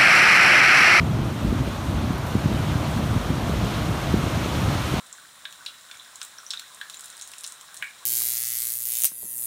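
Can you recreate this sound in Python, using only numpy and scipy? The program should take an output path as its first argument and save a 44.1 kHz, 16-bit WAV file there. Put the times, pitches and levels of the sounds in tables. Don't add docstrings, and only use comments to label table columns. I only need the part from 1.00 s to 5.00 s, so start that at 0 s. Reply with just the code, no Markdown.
import sys
import numpy as np
from scipy import signal
from scipy.fft import rfft, irfft
from scipy.io import wavfile
from scipy.ndimage import uniform_filter1d

SR = 44100
rng = np.random.default_rng(int(sys.argv[2]) if len(sys.argv) > 2 else 0)


def wav_out(sig):
    wavfile.write(sys.argv[1], SR, np.round(np.clip(np.atleast_2d(sig).T, -1, 1) * 32767).astype(np.int16))


N = 176400
T = np.arange(N) / SR
FREQS_HZ = np.fft.rfftfreq(N, 1 / SR)
TOP_HZ = 15300


def undb(db):
    return 10 ** (np.asarray(db) / 20)


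def unit(x):
    return x / np.sqrt(np.mean(x ** 2) + 1e-18)


def curve(rows):
    return undb(np.interp(T, *np.array(rows).T))


def walk(rate_hz):
    lowpass = np.exp(-(FREQS_HZ / rate_hz) ** 2) * (FREQS_HZ > 0)
    return unit(irfft(rfft(rng.standard_normal(N)) * lowpass, N))


def colour(x, spectrum):
    hz, db = np.array(spectrum).T
    gain = undb(np.interp(np.log(FREQS_HZ + 1), np.log(hz), db))
    return unit(irfft(rfft(x) * gain, N))


def add(out, start_s, x):
    i = int(np.clip(start_s * SR, 0, N - 1))
    out[i:i + len(x)] += x[:N - i]


def churn(spectrum, flicker_hz, surge_db, flicker_db, bands=14):
    band_position = np.interp(np.log(FREQS_HZ + 1), np.log([300, TOP_HZ]), [0, bands - 1])
    noise_bins = rfft(colour(rng.standard_normal(N), spectrum))
    out = np.zeros(N)
    for k in range(bands):
        band = irfft(noise_bins * np.maximum(1 - abs(band_position - k), 0), N)
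        out += band * undb(flicker_db * walk(flicker_hz))
    return unit(out * undb(surge_db * walk(flicker_hz / 2)))


def wind(steadiness=0.6, span_s=0.074):
    # time in seconds, relative level in dB.
    gusts = [(0, -21.5), (.22, -23.5), (.41, -29), (.45, -20.5), (.56, -25), (.62, -21), (.65, -27),
             (.77, -30.5), (.94, -23), (1.12, -25), (1.18, -28.5), (1.32, -28), (1.35, -23.5), (1.42, -27),
             (1.47, -23), (1.69, -24), (1.75, -24), (1.81, -25.5), (2.17, -22), (2.24, -30.5), (2.31, -22),
             (2.39, -27), (2.64, -21.5), (2.71, -29), (2.82, -24.5), (2.93, -24), (3.0, -31.5),
             (3.12, -22.5), (3.39, -25), (3.5, -28.5), (3.56, -23), (3.7, -23), (3.85, -28), (4, -26)]
    # frequency in Hz, relative density in dB.
    spectrum = [(20, -44), (30, -29), (40, -16.5), (52, -2.5), (62, -2), (85, -0.5), (118, 0), (160, -3.5),
                (230, -7.5), (320, -11.5), (430, -21), (700, -29), (1500, -59)]
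    rumble = colour(rng.standard_normal(N), spectrum)
    power = uniform_filter1d(rumble ** 2, int(span_s * SR))
    power = uniform_filter1d(power, int(span_s * SR / 2))
    steadied = unit(rumble / power ** (steadiness / 2))
    return steadied * curve(gusts) * undb(0.05)


def eddies(width_cycles=0.18, low_hz=128):
    # time in seconds, relative peak in dB, nominal frequency in Hz.
    thumps = [(.191, -20, 220), (.447, -11.5, 170), (0.527, -13.5, 287), (.610, -14.5, 140),
              (.676, -16, 302), (1.107, -14.5, 200), (1.353, -7.5, 238), (1.459, -11.5, 171),
              (1.517, -15.5, 256), (1.755, -12.5, 171), (2.163, -15.5, 210), (2.303, -13.5, 228),
              (2.496, -15, 300), (3.142, -7, 282), (3.240, -17, 210), (3.460, -15.5, 308),
              (3.682, -18, 130), (3.940, -12.5, 280)]
    out, t = np.zeros(N), T[:SR // 10]
    for time_s, db, hz in thumps:
        pulse = np.exp(-((t - t.mean()) * hz / width_cycles) ** 2 / 2)
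        rolloff = signal.butter(4, np.sqrt(low_hz * hz / 2), "high", fs=SR, output="sos")
        thump = signal.sosfilt(rolloff, pulse)
        add(out, time_s - t.mean(), thump / abs(thump).max() * undb(db + 1.5))
    return out


def splashes(low_hz=5500, attack_s=.0007):
    # start in seconds, level in dB, decay in seconds.
    spatters = [(1.124, -42, .006), (1.180, -36, .003), (1.262, -41, .014), (1.279, -45, .008)]
    envelope = np.zeros(N)
    for start_s, db, decay_s in spatters:
        add(envelope, start_s, undb(db) * (1 - np.exp(-T / attack_s)) * np.exp(-T / decay_s))
    highpass = signal.butter(2, low_hz, "high", fs=SR, output="sos")
    return envelope * unit(signal.sosfilt(highpass, rng.standard_normal(N)))


def spray(ticks_per_sample=.01):
    # time in seconds, relative level in dB.
    fizz = [(0, -48.5), (.5, -46.5), (.88, -46), (1.04, -47.5), (1.45, -45.5), (1.6, -44), (2.0, -43.5),
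            (2.4, -44.8), (2.52, -43), (3.15, -43.5), (3.3, -41.5), (3.7, -41.5), (3.92, -39.5),
            (4.0, -41.5)]
    # frequency in Hz, relative density in dB.
    spectrum = [(2500, -19), (4900, -4), (5700, 2), (6900, 1), (7600, -2), (8700, -0.5), (9900, -3),
                (10450, -7.5), (11100, -3.5), (13000, -6), (15200, -7.5)]
    ticks = colour(rng.standard_normal(N) * (rng.random(N) < ticks_per_sample), spectrum)
    hiss = churn(spectrum, flicker_hz=20, surge_db=0.4, flicker_db=0.7)
    return (hiss * undb(-2) + ticks * undb(-12)) * curve(fizz)


def bubbles(low_hz, high_hz, spread_db, count=3000, life_cycles=12, rise_per_life=0.073):
    out = np.zeros(N)
    for when, pitch, rarity in rng.random((count, 3)):
        hz = low_hz * (high_hz / low_hz) ** pitch
        age = np.arange(int(4 * life_cycles * SR / hz)) * hz / SR / life_cycles
        phase = 2 * np.pi * life_cycles * age * (1 + rise_per_life * age / 2)
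        level_db = -spread_db * np.log(max(rarity, .01))
        add(out, when * N / SR, np.sin(phase) * np.exp(-2 * age) * undb(level_db))
    return unit(out)


def foam():
    # time in seconds, relative level in dB.
    wash = [(0, -41.5), (.6, -39.5), (1.2, -39.3), (1.6, -37), (2.0, -37.5), (2.4, -38), (2.75, -34.5),
            (2.87, -37.5), (3.06, -34.5), (3.17, -35.5), (3.3, -34.5), (3.7, -34), (3.9, -33), (4.0, -33.5)]
    # frequency in Hz, relative density in dB.
    spectrum = [(600, -12), (1300, 4), (1800, -2), (2200, 0.5), (2600, -0.5), (3300, 0), (4100, -2.5),
                (4900, -9), (5700, -10), (7000, -16.5), (10000, -27), (15000, -38)]
    hiss = churn(spectrum, flicker_hz=19, surge_db=0.28, flicker_db=0.8)
    bubbling = colour(bubbles(low_hz=889, high_hz=8100, spread_db=3.5), spectrum)
    return (hiss * undb(-1) + bubbling * undb(-12)) * curve(wash)


def breakers():
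    # time in seconds, relative level in dB.
    swell = [(0, -36.5), (.8, -36.5), (1.3, -34.5), (1.6, -36), (1.8, -33.5), (2.5, -34.5), (2.87, -33),
             (2.98, -31.5), (3.22, -34.5), (3.38, -32.5), (3.7, -33), (3.81, -34), (4, -32.5)]
    # frequency in Hz, relative density in dB.
    spectrum = [(100, -14), (300, -3), (470, -5), (600, 0), (820, -3), (1050, -3.5), (1350, -7),
                (1800, -13.5), (2600, -23), (6000, -44)]
    roar = churn(spectrum, flicker_hz=30, surge_db=.25, flicker_db=1.0)
    return roar * curve(swell) * undb(0.86)


def scene():
    return (breakers() + foam() + spray() + splashes() + wind() + eddies())[None]


def record(dry):
    return signal.sosfilt(signal.ellip(12, .1, 80, TOP_HZ, fs=SR, output="sos"), dry)


dry = scene()
out = record(dry)
wav_out(out)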